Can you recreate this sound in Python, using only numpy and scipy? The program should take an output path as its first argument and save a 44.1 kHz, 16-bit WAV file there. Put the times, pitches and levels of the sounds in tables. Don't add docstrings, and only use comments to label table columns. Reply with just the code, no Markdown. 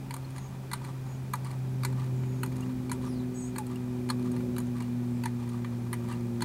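import sys
import numpy as np
from scipy import signal
from scipy.fft import rfft, irfft
from scipy.io import wavfile
from scipy.ndimage import uniform_filter1d

SR = 44100
rng = np.random.default_rng(int(sys.argv[2]) if len(sys.argv) > 2 else 0)


def pcm_store(signal):
    levels = np.round(np.clip(np.atleast_2d(signal), -1, 1) * 32767)
    wavfile.write(sys.argv[1], SR, levels.astype(np.int16).T)


N = 284004

# middle_s, half_length_s, level_db
LEG_SLIDES = [(0.378, .028, -51), (0.835, .035, -52), (1.484, .042, -49.5), (1.985, .045, -54.5),
              (2.6, .045, -49.5), (3.06, .06, -56), (3.725, .026, -47), (4.27, .045, -56), (4.8, .022, -49),
              (5.47, .07, -58.5), (6.125, .034, -48)]


def undb(db):
    return 10 ** (np.asarray(db) / 20)


def unit(x):
    return x / np.sqrt(np.mean(x ** 2))


def curves(rows):
    times, *columns = np.transpose(rows)
    return [np.interp(np.arange(N) / SR, times, column) for column in columns]


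def add(out, start_s, x):
    i = max(int(start_s * SR), 0)
    out[i:i + len(x)] += x[:max(N - i, 0)]


def walk(rate_hz, size=N):
    hold = max(int(SR / rate_hz), 2)
    steps = np.repeat(rng.standard_normal(size // hold + 1), hold)
    return 1.312 * uniform_filter1d(uniform_filter1d(steps, hold), hold)[:size]


def colour(x, spectrum):
    hz, db = np.transpose(spectrum)
    f = np.maximum(np.arange(x.shape[-1] // 2 + 1) * SR / x.shape[-1], 1)
    return irfft(rfft(x) * undb(np.interp(np.log(f), np.log(hz), db)), x.shape[-1])


def noise(spectrum):
    return unit(colour(rng.standard_normal(N), spectrum))


def band(x, low_hz, high_hz, order=4):
    f = np.maximum(np.arange(x.shape[-1] // 2 + 1) * SR / x.shape[-1], 1)
    return irfft(rfft(x) / (1 + (low_hz / f) ** (2 * order)) / (1 + (f / high_hz) ** (2 * order)))


def fade(t, t60):
    return np.exp(-np.log(1000) * t / t60)


def air(level_db=-50, swell_db=0.14):
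    # frequency_hz, relative_density_db
    air_spectrum = [(20, -11.5), (60, 0), (120, 0.5), (300, -17), (600, -12), (820, -8.5), (1100, -16),
                    (1500, -17), (2250, -21.5), (2400, -15), (2650, -23.5), (5000, -27), (9000, -29.5),
                    (15500, -33)]
    return undb(level_db + swell_db * walk(4.28)) * noise(air_spectrum)


def birds(far_db=-56, near_db=-44, waver=.025, warble_hz=16, echo_db=-3, echo_t60=0.15, distance_db=-2):
    # start_s, length_s, first_hz, last_hz, relative_level_db, warble_share_of_pitch
    whistles = [(0.347, 0.17, 6840, 6350, -60, 0), (1.048, .13, 7050, 6700, -60, 0),
                (2.097, .42, 7240, 6540, -63.5, 0), (3.04, .2, 6100, 3300, -57, 0),
                (3.062, .08, 10900, 9600, -57, 0), (3.34, .15, 6700, 6700, -50, .035),
                (3.335, .15, 7940, 8170, -47.5, .035), (5.05, .16, 7930, 7830, -64, 0.00093)]
    out = np.zeros(N)
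    for start_s, length_s, first_hz, last_hz, db, warble in whistles:
        t = np.arange(int(length_s * SR)) / SR
        swell = np.sqrt(np.sin(np.pi * t / length_s))
        direct = np.clip((db - far_db) / (near_db - far_db), 0, .9)
        scatter = (walk(770) + 1j * walk(700))[:len(t)]
        blur = np.sqrt(2 * direct) + np.sqrt(1 - direct) * scatter
        hz = np.interp(t, [0, length_s], [first_hz, last_hz])
        hz *= 1 + warble * np.cos(2 * np.pi * warble_hz * t)
        hz *= 1 + waver * (1 - direct) * walk(300)[:len(t)]
        whistle = np.real(blur * np.exp(2j * np.pi * np.cumsum(hz) / SR)) / np.sqrt(2)
        add(out, start_s, swell * undb(db) * whistle)
    reflections = rng.standard_normal(SR // 2) * fade(np.arange(SR // 2) / SR, echo_t60)
    echo = signal.fftconvolve(out, reflections / np.linalg.norm(reflections))[:N]
    return undb(distance_db) * (out + undb(echo_db) * echo)


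def aircraft(blade_hz=132.7, sink_hz_per_s=2.25, waver=0.002, flutter_db=0.35):
    # time_s, first_db, second_db
    strong_harmonics = [(0.02, -40, -49), (0.37, -39, -49), (0.46, -41, -60), (0.55, -40, -53),
                        (0.71, -41, -57), (0.93, -37, -49), (1.39, -36, -56), (1.94, -30, -44),
                        (2.03, -31, -50), (2.12, -30, -46), (2.7, -37, -36), (3.47, -41, -37),
                        (3.59, -40, -40), (4.32, -36, -32), (4.85, -37, -35), (4.98, -35, -33),
                        (5.88, -36, -39), (6.4, -36, -36)]
    # time_s, level_db
    third_harmonic = [(0, -62), (1.5, -63), (1.8, -55), (1.86, -49), (2.03, -54), (2.27, -46), (2.72, -54),
                      (3.11, -46), (3.86, -46), (4.35, -41), (4.61, -44), (4.66, -51), (6.37, -46),
                      (6.4, -42)]
    # time_s, level_db
    rumble_levels = [(0, -46.5), (1.5, -45), (2.7, -40.8), (3.8, -44), (4.4, -40), (4.9, -45), (5.7, -44),
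                     (6.4, -41.5)]
    # frequency_hz, relative_density_db
    rumble_spectrum = [(30, -21), (60, -9), (100, -3), (150, -2), (200, 3), (280, -12), (345, -5),
                       (420, -9.5), (470, -22), (530, -11), (680, -29.5), (1200, -48)]
    first_db, second_db = curves(strong_harmonics)
    third_db, = curves(third_harmonic)
    rumble_db, = curves(rumble_levels)
    hz = blade_hz - sink_hz_per_s * np.arange(N) / SR
    phase = 2 * np.pi * np.cumsum(hz * (1 + waver * walk(14))) / SR
    blades = np.zeros(N)
    for k, db in enumerate([first_db + 0.2, second_db + 0.2, third_db - 0.2, third_db - 18], 1):
        gain = undb(db + flutter_db * k * walk(16))
        blades += gain * np.sin(k * phase + 2 * np.pi * rng.random())
    rumble = undb(rumble_db + walk(8)) * noise(rumble_spectrum)
    return np.sqrt(2) * blades + rumble


def pivot_squeaks(waver=0.011):
    # start_s, length_s, first_hz, last_hz, level_db
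    squeaks = [(0.246, 0.0086, 4240, 4300, -52), (0.729, 0.019, 9170, 8800, -42),
               (0.746, .02, 9000, 8950, -56), (2.623, 0.016, 2830, 2800, -50.5),
               (3.581, 0.045, 894, 823.4, -39.5), (3.757, 0.013, 2800, 2780, -51.5),
               (4.096, 0.014, 4280, 4360, -35.5), (4.82, 0.018, 2800, 2770, -57),
               (6.121, 0.025, 2800, 2740, -53), (6.415, 0.013, 4400, 4320, -40)]
    out = np.zeros(N)
    for start_s, length_s, first_hz, last_hz, db in squeaks:
        progress = np.linspace(0, 1, int(length_s * SR))
        hz = np.interp(progress, [0, 1], [first_hz, last_hz]) * (1 + waver * walk(400)[:len(progress)])
        swell = np.sqrt(2 * np.abs(np.sin(np.pi * progress ** 0.92)))
        add(out, start_s, undb(db) * swell * np.sin(2 * np.pi * np.cumsum(hz) / SR))
    return out


def leg_scrapes(slips_per_s=170, spread_db=4, slip_t60=0.061, shaft_db=-62):
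    # frequency_hz, relative_density_db
    slab_spectrum = [(600, -28), (820, -10), (970, 0.5), (1070, -10.5), (1170, -1), (1430, -20),
                     (1850, -14.5), (1990, -14), (2120, -23), (4100, -22.5), (5500, -29), (9000, -26),
                     (12000, -46)]
    t = np.arange(N) / SR
    pressure = sum(undb(db) * np.exp(-np.minimum(((t - middle_s) / half_s) ** 2 / 2, 20))
                   for middle_s, half_s, db in LEG_SLIDES)
    slips = rng.random(N) < slips_per_s / SR
    strength = undb(spread_db * np.minimum(rng.exponential(size=N), 2))
    scrapes = unit(signal.fftconvolve(slips * strength, fade(t[:SR // 20], slip_t60))[:N])
    rub = unit(colour(scrapes * rng.standard_normal(N), slab_spectrum))
    return (pressure + undb(shaft_db)) * rub


def contacts(seat_s=.0027, seat_db=-5, strays_per_slide=2, stray_spread_s=.06):
    # time_s, knock_db, snap_db
    ticks = [(0.305, -59, -59), (0.361, -49.5, -59), (0.381, -47, -52), (0.847, -46.5, -55),
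             (1.446, -53, -53), (1.468, -54, -58), (1.512, -51, -55.5), (1.926, -51, -64),
             (2.234, -48.5, -72), (2.52, -54, -65), (2.565, -57, -55), (2.606, -55, -54), (3.051, -53, -60),
             (3.558, -46, -62), (3.666, -59, -53), (3.757, -56, -55), (4.316, -61, -53.5),
             (4.364, -48, -58), (4.405, -52.5, -65), (4.669, -57, -63), (4.804, -46, -60),
             (4.822, -57, -54), (5.49, -63, -57), (5.646, -42, -62), (6.086, -53, -57), (6.114, -47, -63),
             (6.124, -54, -55)]
    tick_balance = (0, -2, -3, 2, -7)
    # time_s, touch_lead_s, touch_db, rebound_delay_s, peak_db per band
    clacks = [(0.1395, .032, -39.5, .025, -37, -49, -49, -44, -48),
              (0.7325, .018, -40, 0, -33.5, -39, -37.5, -43.5, -42),
              (1.335, 0, 0, .019, -28, -38, -44.5, -41.5, -42.5),
              (1.8483, .0145, -38, 0, -34.5, -35.5, -38.5, -37, -44),
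              (2.432, 0, 0, .029, -35.5, -38.5, -46, -44.5, -40),
              (2.9155, .02, -43, .013, -37, -41, -42.5, -38, -49),
              (3.582, .02, -44, 0, -45, -41, -49, -38, -43),
              (4.101, .012, -42, 0, -29.5, -45, -37, -40, -46),
              (4.582, .018, -44.5, .019, -42, -44.5, -50, -48, -41.5),
              (5.256, .019, -40, 0, -33, -39.5, -43, -43, -48),
              (5.929, 0, 0, .01, -39, -37.5, -49, -43.5, -41),
              (6.421, .0135, -42.5, 0, -35, -39, -39, -41, -49)]
    touch_balance = (-.5, -3, -5.5, -8.5, -16)
    rebound_peaks = (-46, -56, -56, -48, -53)
    stray_peaks = (-60, -63, -60, -62, -67)
    rows = []
    for time_s, knock_db, snap_db in ticks:
        tick_db = [knock_db, knock_db, (knock_db + snap_db) / 2, snap_db, snap_db]
        rows.append((time_s, *np.add(tick_db, tick_balance)))
    for time_s, lead_s, touch_db, rebound_s, *landing_db in clacks:
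        rows.append((time_s, *landing_db))
        rows.append((time_s + seat_s, *np.add(landing_db, seat_db)))
        if lead_s:
            rows.append((time_s - lead_s, *np.add(touch_balance, touch_db)))
        if rebound_s:
            rows.append((time_s + rebound_s, *rebound_peaks))
    for middle_s, *_ in LEG_SLIDES:
        for offset_s in stray_spread_s * rng.standard_normal(strays_per_slide):
            rows.append((middle_s + offset_s, *stray_peaks))
    return rows


def toy_ring(t, count, scatter_db=4, crack_db=11, crack_t60=0.011, tail_db=3, tail_t60=0.12):
    # pitch_hz, relative_level_db, t60_s
    resonances = [(865, -3, 0.075), (968, 6.5, 0.039), (1179, 0, 0.037), (1456, -4, 0.019),
                  (1682, -5, 0.024), (1988, -6, 0.051), (2344, 1, 0.037), (3010, -3.5, 0.04),
                  (3370, -10.5, 0.072), (3900, -6, 0.064), (4280, 4.5, 0.022), (4690, 0.5, 0.019),
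                  (6670, 2.5, 0.021), (8660, -2, 0.019), (8940, -3, 0.051), (9820, -7.5, 0.034),
                  (10300, -5.5, 0.02), (10870, -3, 0.009), (12050, 1.5, 0.014)]
    hz, db, t60 = np.transpose(resonances)[:, :, None]
    modes = undb(db) * fade(t, t60) * np.sin(2 * np.pi * hz * t)
    strength, polarity = rng.standard_normal((count, len(resonances), 2)).transpose(2, 0, 1)
    weights = np.sign(polarity) * undb(scatter_db * strength)
    grain = rng.standard_normal((count, len(t)))
    crack = undb(crack_db) * fade(t, crack_t60) * grain
    tail = undb(tail_db) * fade(t, tail_t60) * band(grain, 500, 7000, order=1)
    return weights @ modes + crack + tail


def clacks_and_ticks(chatter_s=0.00072, peak_window=128, blow_samples=4096):
    # frequency_hz, relative_gain_db
    radiation = [(300, -34), (650, -17), (880, 7), (1250, 8), (2100, 8.5), (2700, -2), (4400, -1.5),
                 (5500, -8), (7200, -1.5), (9000, 2.5), (12300, 0.5), (14000, -3), (16000, -12)]
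    band_edges = [700, 1400, 3200, 6500, 10500, 16000]
    t = np.arange(blow_samples) / SR
    times, *peaks_db = np.transpose(contacts())
    force = rng.standard_normal((len(times), blow_samples)) ** 3 * t * np.exp(-t / chatter_s)
    ringing = signal.fftconvolve(force, toy_ring(t, len(times)), axes=1)
    padded = np.pad(ringing, [(0, 0), (peak_window, 0)])[:, :blow_samples]
    blows = colour(padded, radiation)
    balanced = np.zeros_like(blows)
    for low_hz, high_hz, db in zip(band_edges, band_edges[1:], peaks_db):
        part = band(blows, low_hz, high_hz)
        peak_rms = np.sqrt(uniform_filter1d(part ** 2, peak_window).max(axis=1))
        balanced += part * (undb(db) / peak_rms)[:, None]
    out = np.zeros(N)
    for time_s, blow in zip(times, balanced):
        add(out, time_s - peak_window / SR, blow)
    return out


def scene():
    toy = clacks_and_ticks() + leg_scrapes() + pivot_squeaks()
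    return (toy + aircraft() + birds() + air())[None]


def record(dry, top_hz=15750):
    return signal.sosfilt(signal.ellip(10, .2, 70, top_hz, fs=SR, output="sos"), dry)


dry = scene()
out = record(dry)
pcm_store(out)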